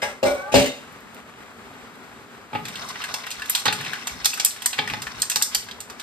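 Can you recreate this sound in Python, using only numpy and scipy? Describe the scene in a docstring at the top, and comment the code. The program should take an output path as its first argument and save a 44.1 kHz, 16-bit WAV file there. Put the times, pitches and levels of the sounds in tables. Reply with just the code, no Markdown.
"""Mussel shells are stirred with wooden spoons in a wok in a small kitchen; the broth simmers throughout.
First a cupboard door is knocked, squeaks on its hinge and bangs shut; dishes ring, then drops spit.
Then spoons strike the wok, shells clack and grind, broth sloshes and the wok thuds on the stove.
Struck things are sums of dying sine waves; grinding and simmering are built from clicks and noise.
Two spaced microphones hear it all, close sounds drier than the door."""
import sys
import numpy as np
from scipy import signal
from scipy.fft import rfft, irfft, next_fast_len
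from scipy.io import wavfile
from scipy.ndimage import uniform_filter1d

SR = 44100
rng = np.random.default_rng(int(sys.argv[2]) if len(sys.argv) > 2 else 0)


def dump_mix(stems):
    """Bounce the given channels to the path in sys.argv[1] as a 16-bit WAV at rate SR."""
    frames = np.atleast_2d(stems).T  # one column per channel
    limited = np.clip(frames, -1, 1)  # hard clip at full scale
    pcm = np.round(limited * 32767).astype(np.int16)
    wavfile.write(sys.argv[1], SR, pcm)


def ratio_of_db(decibels):
    """Turn decibels (scalar or array-like) into linear amplitude factors; 0 dB maps to 1."""
    return 10 ** (np.asarray(decibels, float) / 20)


N = 265614  # length in samples

# Shell striking shell: start_s, level_db, body_db (below 2.5 kHz), edge_db (above 6 kHz),
# ring_hz (strongest ring)
CLACKS = [(2.653, -30.5, 3, -1, 4380), (2.6826, -31.5, -4, 0, 2300), (2.7551, -26.5, -6, -9.5, 2800),
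          (2.8873, -31, -14, -0.5, 1133), (2.9564, -35.5, 8.5, -30, 2000), (3.0014, -31, 1, -15, 1153),
          (3.018, -29, 1, -9, 2980), (3.039, -23.5, -2, -5.5, 1660), (3.0887, -28.5, -5, -16, 1450),
          (3.1404, -22, 0, -1, 5400), (3.2375, -31, -1, -20, 2120), (3.267, -28, 1, -3.5, 1920),
          (3.3042, -30, -8, 2, 2800), (3.313, -27.5, -7, 0, 4370), (3.3948, -32.5, -4.5, -5, 1430),
          (3.419, -24, -4, -12, 1702), (3.457, -38, -1, 4.5, 3670), (3.5488, -16, -10, -17, 3020),
          (3.5503, -12, -4.5, 0.5, 3940), (3.5764, -23, 0, -7, 4270), (3.5962, -26.5, -7, 1, 4220),
          (3.6551, -9.5, -7.5, -10, 960), (3.6641, -9, -3.5, -17, 1202), (3.68, -7, -6, -26, 3716),
          (3.7254, -15, -3.5, -1.5, 2570), (3.8093, -29, 3, -2.5, 1760), (3.8477, -30, -2, -4, 2600),
          (3.8625, -28, 2, -38, 2400), (3.9326, -25.5, 1, -8, 1680), (3.9534, -34, 1, -19, 1610),
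          (4.0707, -21, -2, -2, 7700), (4.094, -34.5, 0, -11, 2250), (4.2459, -16.5, -10, -0.5, 5350),
          (4.256, -8, -6.5, 2.5, 4400), (4.3, -24, -16, -2, 5000), (4.3325, -22.5, -2, -12, 2620),
          (4.3388, -26.5, -15, 4.5, 4730), (4.374, -27.5, 0.5, 1, 1280), (4.398, -12.5, -9.5, -7.5, 5530),
          (4.4047, -21, -22, -16, 2800), (4.4478, -12, -19, 8, 8370), (4.4596, -17, -3.5, -17, 7400),
          (4.5067, -25, -24, -32, 4290), (4.5614, -29, -6, -12, 1760), (4.62, -31, 3, 6, 3270),
          (4.6591, -12, -5, 2, 8170), (4.73, -19, -3, -9, 2920), (4.7814, -24.5, -1, -8, 910),
          (4.788, -9, -9.5, -26, 2260), (4.8752, -23, 0, -8.5, 1920), (4.8988, -26.5, 3.5, -8, 2520),
          (4.9354, -20, -3, -17, 1780), (5.0192, -25, -5.5, -1, 1240), (5.0677, -30, 4, -9, 1870),
          (5.1857, -38, 2, -2, 945), (5.1986, -32, -21, -1, 1420), (5.219, -9.5, -43, -6, 8270),
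          (5.2284, -28.5, 9, -4, 4480), (5.2984, -17, -6, 2.5, 7530), (5.3153, -15.5, -7.5, -7, 8200),
          (5.3584, -12.5, -3.5, 2, 4540), (5.4138, -20.5, -2, -9, 1570), (5.4226, -10.5, -29, 4, 4970),
          (5.5478, -12.5, -7.5, 2, 4700), (5.686, -30, -4.5, -12, 1620), (5.7114, -29, -12, -12, 3680),
          (5.8036, -30, -9, 0, 8500), (5.899, -29.5, -5.5, -6.5, 1240), (5.9975, -32, -5, -0.5, 4350),
          (3.4968, -25, -1, 11.5, 11500)]


def rms_one(x):
    """Scale a signal to an rms (average strength) of 1."""
    return x / np.sqrt(np.mean(x ** 2) + 1e-20)


def at_hz(points, hz):
    """Read a curve between its points, on a log-frequency axis."""
    p = np.array(points, float)
    return np.interp(np.log(np.maximum(hz, 1)), np.log(p[:, 0]), p[:, 1])


def in_time(rows):
    """Read a table's columns at every sample, and add a gate that is open during its time span."""
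    s, *columns = np.transpose(rows)
    t = np.arange(N) / SR
    opening = np.clip((t - s[0]) / 0.024, 0, 1)
    closing = np.clip((s[-1] + 0.037 - t) / 0.018, 0, 1)
    return [np.interp(t, s, c) for c in columns] + [opening * closing]


def coloured(x, spectrum):
    """Filter a signal by a curve of level over pitch; the result has rms 1."""
    size = x.shape[-1]
    gain = ratio_of_db(at_hz(spectrum, np.fft.rfftfreq(size, 1 / SR)))
    return rms_one(irfft(rfft(x) * gain, size))


def spread(mid, side):
    """Make left and right from two unrelated signals, as alike as is set for each pitch."""
    # How alike the two channels are, the top treble almost one signal: pitch_hz, likeness (0 to 1)
    likeness = [(60, .99), (250, .6), (500, .75), (1000, .5), (2000, .4), (4000, .45), (6600, .5),
                (7700, 1)]
    size = len(mid)
    alike = np.clip(at_hz(likeness, np.fft.rfftfreq(size, 1 / SR)), 0, 1)
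    shared = rfft(mid) * np.sqrt((1 + alike) / 2)
    opposed = rfft(side) * np.sqrt((1 - alike) / 2)
    return irfft([shared + opposed, shared - opposed], size)


def grains(per_s, size_db):
    """Random clicks of uneven size and random sign."""
    born = rng.random(N) < per_s / SR
    size = ratio_of_db(size_db * np.minimum(rng.exponential(1, N), 5))
    return born * size * rng.choice([-1, 1], N)


def add(out, s, sound):
    """Mix a short sound in at time s."""
    i = round(s * SR)
    out[..., i:i + sound.shape[-1]] += sound[..., :N - i]


def struck(hz, level_db, t60, phase, attack_s):
    """Modes (ways a thing vibrates) ring after a contact; each falls 60 dB in its t60 seconds."""
    hz, level_db, t60, phase = np.atleast_1d(hz, level_db, t60, phase)
    t = np.arange(round(.6 * SR)) / SR
    t = t[:round(np.max(t60) * SR)]
    decay = ratio_of_db(level_db[:, None] - 60 * t / t60[:, None])
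    modes = decay * np.sin(2 * np.pi * hz[:, None] * t + phase[:, None])
    return modes.sum(axis=0) * (1 - np.exp(-t / attack_s))


def swells(s, db, rise_s, t60):
    """Gain curve of events that rise and die away, summed as power."""
    t, power = np.arange(SR) / SR, np.zeros(N)
    shape = ratio_of_db(-60 * t / t60) * (1 - np.exp(-t / rise_s))
    for at, level_db in zip(s, db):
        add(power, at, (ratio_of_db(level_db) * shape / shape.max()) ** 2)
    return np.sqrt(power)


def shells():
    """Every shell has its own dense set of modes; the high ones die first, and the contact chatters."""
    out = np.zeros(N)
    ladder = np.linspace(700 ** .6, 16000 ** .6, num=170) ** (1 / .6)
    chance = rng.standard_normal((len(CLACKS), 4, 170))
    for (s, clack_db, low_db, top_db, ring_hz), (pitch, strength, phase, chatter) in zip(CLACKS, chance):
        hz = ladder * np.exp(.02 * pitch)
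        air_db = top_db - 5 + 0.5 * np.clip(top_db, 0, 15)  # the sharpest contacts reach highest
        shape = [(700, low_db - 7), (1500, low_db), (4000, 0), (8500, top_db), (15000, air_db)]
        t60 = 0.044 * (hz / 4000) ** -.2

        # Modes close to the strongest ring are louder: a narrow hump on a broad one
        distance = np.log(hz / ring_hz)
        hump_db = 7 * np.exp(-(distance / 0.016) ** 2) + 5 * np.exp(-(distance / 0.46) ** 2)
        mode_db = clack_db - 16 + at_hz(shape, hz) + hump_db + 2.05 * strength
        ring = struck(hz, mode_db, t60, 2 * phase, attack_s=0.00059)
        add(out, s, ring)

        # The strongest ring stands out at first and dies within 45 cycles;
        # small thin shells ping harder, by 2 dB per octave
        ping_db = clack_db + 5 + at_hz(shape, ring_hz) + 2 * np.log2(ring_hz / 4000)
        add(out, s, struck(ring_hz, ping_db, 45 / ring_hz, 0, attack_s=0.0004))

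        # A second, weaker contact 4 ms or more later
        again_s = s + .004 * (1 + abs(chatter[0]))
        add(out, again_s, ratio_of_db(-7.5) * ring * np.sign(chatter[1]))
    return out


def wok():
    """Each spoon blow is a short wooden knock that rings the wok's modes with strengths of its own."""
    # Spoon striking wok: start_s, level_db
    blows = [(2.531, -23), (2.55, -15.5), (3.139, -29), (3.656, -16), (3.681, -10.5), (3.729, -27),
             (3.93, -39), (4.254, -28), (4.398, -27.5), (4.788, -14.5), (4.873, -54), (4.936, -24.5),
             (5.359, -20.5)]
    # Ringing modes of the metal wok: pitch_hz, level_db, t60_s
    wok_modes = [(145, -5, 0.11), (278, -6, 0.11), (428, -17.5, 0.47), (512, 7, 0.024), (772, -2.5, 0.11),
                 (857, 6.5, 0.11), (1240, 1.5, 0.1), (1343, -10, 0.06), (1580, -53, 0.047),
                 (2074, -26, 0.055), (2200, -78, 0.06)]
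    # Spectrum of the wooden knock: pitch_hz, level_db
    knock_spectrum = [(400, -17), (900, -3.5), (2200, 8.5), (4000, -5), (7000, -24), (15000, -60)]
    out, t = np.zeros(N), np.arange(3000) / SR
    hz, level_db, t60 = np.transpose(wok_modes)
    for (s, blow_db), noise in zip(blows, rng.standard_normal((len(blows), len(t)))):
        strength, phase = noise[:len(hz)], noise[-len(hz):]
        mode_db = blow_db - 9 + level_db + 1.5 * strength
        add(out, s, struck(hz, mode_db, t60, 2 * phase, attack_s=0.0024))
        knock = coloured(noise, knock_spectrum)
        add(out, s, ratio_of_db(blow_db - 12 - 60 * t / 0.17) * knock)
    return out


def grinding():
    """Shells rub in clumps of small ringing ticks, edges scratch, and shells slither on after a clack."""
    # Spoons push the heap: start_s, level_db (pressure, as loudness of grinding),
    # ring_hz (main ring of the shells in touch)
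    pushes = [(2.55, -56, 1080), (2.61, -64, 1010), (2.66, -41.5, 2470), (2.85, -34.5, 1160),
              (2.96, -39.5, 1900), (3.17, -36, 1270), (3.33, -43.5, 2570), (3.42, -40, 1500),
              (3.56, -33, 3000), (3.65, -39.5, 1180), (3.81, -34.5, 2200), (4.19, -40.5, 1570),
              (4.24, -38, 2560), (4.99, -41, 1710), (5.51, -41, 1620), (5.53, -34, 2580), (5.92, -74, 1290),
              (6.02, -38.5, 1890)]
    # Spectrum of the ringing ticks: pitch_hz, level_db
    tick_spectrum = [(500, -5), (900, -1), (1600, -5), (3000, 1.5), (5500, 2.5), (7500, 0), (15000, -42)]
    # Spectrum of the scratching edges: pitch_hz, level_db
    edge_spectrum = [(3000, -54), (5000, 5), (7000, 0), (10000, 2.5), (15000, -14)]
    grind_db, ring_hz, gate = in_time(pushes)
    clumps = ratio_of_db(3.7 * rms_one(uniform_filter1d(rng.standard_normal(N), size=700)))

    rub = np.zeros((2, N))
    for k, hz in enumerate(np.geomspace(700, 6500, num=14)):  # shells of many sizes are in touch
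        nearness_db = -9 * np.minimum(np.abs(np.log2(hz / ring_hz)), 1.2)
        ticks = grains(300 * clumps, size_db=2.5) * ratio_of_db(nearness_db + at_hz(tick_spectrum, hz))
        modes = hz * np.exp(.1 * rng.standard_normal(7))
        ring = struck(modes, np.zeros(7), np.full(7, .02), modes, attack_s=0.00076)
        rub += signal.fftconvolve(ticks, ring)[:N] * [[1], [(-1) ** k]]
    rub /= np.sqrt(uniform_filter1d(rub[0] ** 2, size=SR // 2) + 1e-20)  # even out slow level changes

    scratches = grains(2500 * clumps, size_db=4.5) + rng.standard_normal((2, N)) * 2.0
    edge = coloured(scratches, edge_spectrum)
    s, clack_db, _, top_db, _ = np.transpose(CLACKS)
    settling = swells(s, clack_db + top_db - 17, rise_s=0.0083, t60=0.24)  # sharp clacks settle louder
    grind = gate * ratio_of_db(grind_db)
    return grind * spread(*rub) + np.hypot(ratio_of_db(-12) * grind, settling) * spread(*edge)


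def sloshing():
    """A spoon digs in and the broth sloshes: low noise that swells and dies away."""
    # Sloshes: start_s, level_db
    sloshes = [(2.53, -37.5), (2.75, -46.5), (3.651, -34), (3.8, -49), (4.1, -44), (4.781, -37.5),
               (4.9, -40), (5.08, -47.5), (5.55, -52)]
    # Spectrum of the sloshing: pitch_hz, level_db
    slosh_spectrum = [(60, -77), (100, 2), (140, 2.5), (250, -1), (500, -19), (900, -32)]
    noise = coloured(rng.standard_normal((2, N)), slosh_spectrum)
    return swells(*np.transpose(sloshes), rise_s=0.01, t60=0.92) * spread(*noise)


def wok_thuds():
    """The wok shifts on the stove top: short swells of deep noise, the same in both channels."""
    # Thuds: start_s, level_db
    thuds = [(2.54, -50), (3.02, -55), (3.37, -53), (3.8, -46), (4.11, -41), (4.2, -44), (4.66, -57),
             (4.9, -48), (5.05, -52), (5.16, -48), (5.56, -49)]
    # Spectrum of a thud: pitch_hz, level_db
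    thud_spectrum = [(30, -19), (48, 18), (62, 23), (90, -15), (150, -55)]
    noise = coloured(rng.standard_normal(N), thud_spectrum)
    return swells(*np.transpose(thuds), rise_s=0.01, t60=0.2) * noise


def door():
    """Each bang rings the wooden panel, a harder one its upper modes, and rattles the frame."""
    # Door on frame: start_s, level_db, hardness_db (per octave), rattle_db, rattle_t60_s
    bangs = [(.018, -29, 15, 13, 0.1), (.027, -22.5, 12, 4, 0.3), (.228, -10, 2.5, -6.5, 0.18),
             (.251, -11.5, 1, -7.5, 0.4), (0.286, -34.5, -10, -24, 0.39), (0.518, -22, -6, 1.5, 0.55),
             (.54, 3, -2, -7, 0.41), (.551, -6, -6, 3, 0.31), (.602, -22.5, -1, -11, 0.2),
             (0.654, -39, 17.5, 27, 0.12)]
    # Modes of the panel: pitch_hz, level_db, t60_s (before the cap of 0.18 s below)
    panel_modes = [(61.4, -11.5, 0.05), (128, -13.5, 0.1), (209.6, -11, 0.16), (263.1, -1, 0.28),
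                   (302, -11, 0.29), (350, -7.5, 0.28), (425, -8, 0.22), (472.4, -3, 0.2),
                   (487, -8.5, 0.31), (553, 1.5, 0.05), (575.4, 8, 0.089), (665, -21, 0.099),
                   (747, -6, 0.061), (796, -9, .12), (842, -1, 0.063), (918, -3, 0.087), (1110, -13, 0.11),
                   (1383, -22, 0.17), (1637, -11.5, 0.089), (2080, -11.5, 0.14), (2480, -33, 0.065),
                   (2920, -39, 0.11), (3950, -30, 0.05), (5000, -17, 0.082)]
    # Spectrum of the rattling parts: pitch_hz, level_db
    rattle_spectrum = [(60, -8), (300, -18), (1000, -9), (2600, 1.5), (5000, -5.5), (9000, -11),
                       (15000, -20)]
    panel, rattle, t = np.zeros(N), np.zeros((2, N)), np.arange(round(.4 * SR)) / SR
    hz, level_db, t60 = np.transpose(panel_modes)
    chance = rng.standard_normal((len(bangs), 2, len(t)))
    for (s, bang_db, hard_db, rattle_db, rattle_t60), noise in zip(bangs, chance):
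        strength, phase = noise[:, :len(hz)]
        tilt_db = hard_db * np.log2(np.minimum(hz, 1700) / 500)
        mode_db = bang_db - 12 + level_db + tilt_db + 3.2 * strength
        ring = struck(hz, mode_db, np.minimum(t60, .18), 2 * phase, attack_s=0.00081)
        # The panel shudders against the frame
        wobble = rms_one(uniform_filter1d(noise[1, ::-1], size=350))[:len(ring)]
        add(panel, s, ring * ratio_of_db(3.56 * wobble))

        dying = ratio_of_db(bang_db - 5 + rattle_db - 60 * t / max(rattle_t60, .03))
        dying = dying * (1 - np.exp(-t / 0.0044))
        # Loose parts chatter
        dying = dying * ratio_of_db(1.3 * rms_one(uniform_filter1d(noise[0, ::-1], size=300)))
        # Each bang favours some pitches by chance
        parts_hz = np.geomspace(60, 15000, num=50)
        parts_db = at_hz(rattle_spectrum, parts_hz) + 3 * noise[0, 100:150]
        parts = coloured(noise, np.transpose([parts_hz, parts_db]))
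        add(rattle, s, spread(*parts) * dying)
    return panel, rattle


def hinge():
    """Stick-slip squeak: partials that bend as the door swings, each fluttering on its own."""
    # Loudness of the squeak: start_s, level_db, top_partial_db
    squeak = [(.26, -27, 22), (.31, -42, 7.5), (.36, -40, 11), (.41, -42.5, 8), (.46, -45, -26),
              (.5, -42, -18), (.53, -43, -16)]
    # Partials (single tones) of the squeak: start_hz, end_hz, level_db
    partials = [(530, 625, -3), (725, 905, 0), (1095, 1230, -3), (1450, 1650, -2), (2300, 2050, -14)]
    level_db, top_db, gate = in_time(squeak)
    # The door gathers speed from 0.26 s on and swings for 0.27 s
    travel = np.clip((np.arange(N) / SR - .26) / .27, 0, 1) ** 2.3
    wobble = rms_one(uniform_filter1d(rng.standard_normal((2, len(partials), N)), size=600))
    lines = []
    for (start_hz, end_hz, db), pitch, flutter in zip(partials, *wobble):
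        hz = (start_hz + travel * (end_hz - start_hz)) * (1 + .006 * pitch)
        lines.append(ratio_of_db(db + 3 * flutter) * np.sin(2 * np.pi * np.cumsum(hz) / SR))
    return ratio_of_db(level_db + 3) * gate * (sum(lines[:-1]) + ratio_of_db(top_db) * lines[-1])


def dishes():
    """Shaken dishes ring briefly, each with a single mode."""
    # Rings of the dishes: start_s, pitch_hz, level_db, t60_s
    dish_rings = [(.63, 2945, -29, .25), (.645, 2450, -30, .15), (.69, 3690, -30, .2)]
    out = np.zeros(N)
    for s, hz, db, t60 in dish_rings:
        add(out, s, struck(hz, db, t60, 0, attack_s=0.0043))
    return out


def spitting():
    """Drops spit from the broth: very short bursts of brightened noise."""
    # Spits: start_s, level_db
    spits = [(0.924, -32), (1.005, -32), (1.146, -25), (1.2014, -51), (1.3172, -54), (1.5352, -41),
             (1.7412, -49), (1.9537, -34), (2.3428, -50)]
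    out, t = np.zeros(N), np.arange(600) / SR
    for (s, db), noise in zip(spits, rng.standard_normal((len(spits), len(t)))):
        bright = signal.lfilter([1, -.5], [1], noise)
        add(out, s, ratio_of_db(db - 15 - 60 * t / .03) * bright)
    return out


def simmer():
    """Small bubbles burst in the broth, each click ringing at its own pitch, over an uneven hiss."""
    # Spectrum of the hiss: pitch_hz, level_db
    hiss_spectrum = [(30, -34), (59, -9), (175, -7.5), (245, 0), (334, -14.5), (395, -3), (520, -11),
                     (848, -7.5), (1050, -9), (1200, -5.5), (2310, -13), (5000, -23), (9000, -27.5),
                     (12000, -30), (15000, -44)]
    pops = grains(900, size_db=3.5)
    pitches = np.geomspace(250, 2600, num=16)
    dealt = rng.integers(0, 16, N)  # which pitch each pop gets
    bubbles = 0
    for k, hz in enumerate(pitches):
        r = ratio_of_db(-60 * hz / (12 * SR))  # dies in about twelve cycles
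        w = 2 * np.pi * hz / SR
        clicks = np.sin(w) * pops * (dealt == k) + 1e-18
        bubbles = bubbles + signal.lfilter([np.sqrt(1 - r)], [1, -2 * r * np.cos(w), r * r], clicks)
    hiss = spread(*coloured(rng.standard_normal((2, N)), hiss_spectrum))
    hiss = hiss * ratio_of_db(1.3 * rms_one(uniform_filter1d(rng.standard_normal(N), size=2500)))  # swells unevenly
    return ratio_of_db(-44.5) * (hiss + ratio_of_db(-9.5) * rms_one(bubbles))


def nearby(x):
    """Hob, wall and hands scatter a close sound differently to the two microphones."""
    scatter = rng.standard_normal(600) * ratio_of_db(-60 * np.arange(600) / SR / .015)
    scatter = scatter / np.sqrt(np.sum(scatter ** 2))
    return spread(x, signal.fftconvolve(x, scatter)[:N])


def kitchen(x):
    """Diffuse reverberation: octave bands of noise, each dying at its own rate."""
    # How long the room rings: pitch_hz, t60_s
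    room_t60 = [(200, .3), (1000, .35), (4000, .3), (12000, .2)]
    t, tail = np.arange(round(.5 * SR)) / SR, 0
    for low in 60 * 2. ** np.arange(8):
        band = signal.butter(2, [low, 2 * low], "band", fs=SR, output="sos")
        noise = signal.sosfilt(band, rng.standard_normal((2, len(t))))
        tail = tail + noise * ratio_of_db(-60 * t / at_hz(room_t60, 1.2 * low))
    tail = spread(*tail) * (1 - np.exp(-(t / 0.0022) ** 2))
    tail = tail / np.sqrt(np.sum(tail ** 2) / 2)
    return signal.fftconvolve([x], tail, axes=1)[:, :N]


def scene():
    """Struck things sound directly and through the room; the door is farther off and wetter."""
    panel, rattle = door()
    near = shells() + wok() + dishes() + spitting()
    far = panel + hinge()
    direct = nearby(near + ratio_of_db(-1.5) * far) + rattle
    room = kitchen(ratio_of_db(-9) * near + ratio_of_db(-1) * far)
    stirring = grinding() + sloshing() + wok_thuds()
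    return direct + room + stirring + simmer()


def channel_differences(dry):
    """Shift phase and level between left and right by an amount set for each pitch."""
    # Phase between channels, moving in half-turn steps in the treble: pitch_hz, left_leads (half turns)
    left_leads = [(0, 0), (600, 0), (3000, .7), (4200, 0), (6300, -1), (7800, -2), (8900, -2), (9700, -3),
                  (10950, -3), (11600, -4), (13000, -4), (13300, -5), (15150, -5), (15300, -6)]
    # Level between channels: pitch_hz, left_louder_db
    left_louder = [(60, -2), (180, 1.5), (550, 1), (1650, 2.5), (4500, 1.5), (7700, 0)]
    size = next_fast_len(N + 4096)
    hz, (at, lead) = np.fft.rfftfreq(size, 1 / SR), np.transpose(left_leads)
    # Half of each difference goes to the left, the opposite half to the right
    half = ratio_of_db(at_hz(left_louder, hz) / 2) * np.exp(.5j * np.pi * np.interp(hz, at, lead))
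    return irfft(rfft(dry, size) * [half, 1 / half], size)[:, :N]


def gain_control(pair):
    """Peaks above -15 dB pull the gain down by 0.29 of the excess; it recovers at a steady rate."""
    over_db = np.maximum(20 * np.log10(np.abs(pair).max(axis=0) + 1e-9) + 15, 0)
    ramp = 25.5 * np.arange(N) / SR  # recovery, dB per second
    held_db = np.maximum.accumulate(0.29 * over_db + ramp) - ramp
    keep = np.exp(-1 / (0.0062 * SR))  # smoothed over 6.2 ms
    return pair * ratio_of_db(-signal.lfilter([1 - keep], [1, -keep], held_db))


def low_pass(x):
    """Removes everything above the highest recorded frequency."""
    return signal.sosfilt(signal.butter(12, 16970, fs=SR, output="sos"), x)


def record(dry):
    """Channel differences, a deep-bass cut, gain control, rounded peaks and a cut of the highest treble."""
    pair = channel_differences(dry)
    pair = signal.sosfilt(signal.butter(4, 45, "high", fs=SR, output="sos"), pair)
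    pair = gain_control(pair)
    pair = .92 * np.tanh(pair / .92)  # peaks are rounded
    pair = signal.sosfilt(signal.cheby2(10, 50, 16180, fs=SR, output="sos"), pair)
    return low_pass(pair)


dry = scene()
out = record(dry)
dump_mix(out)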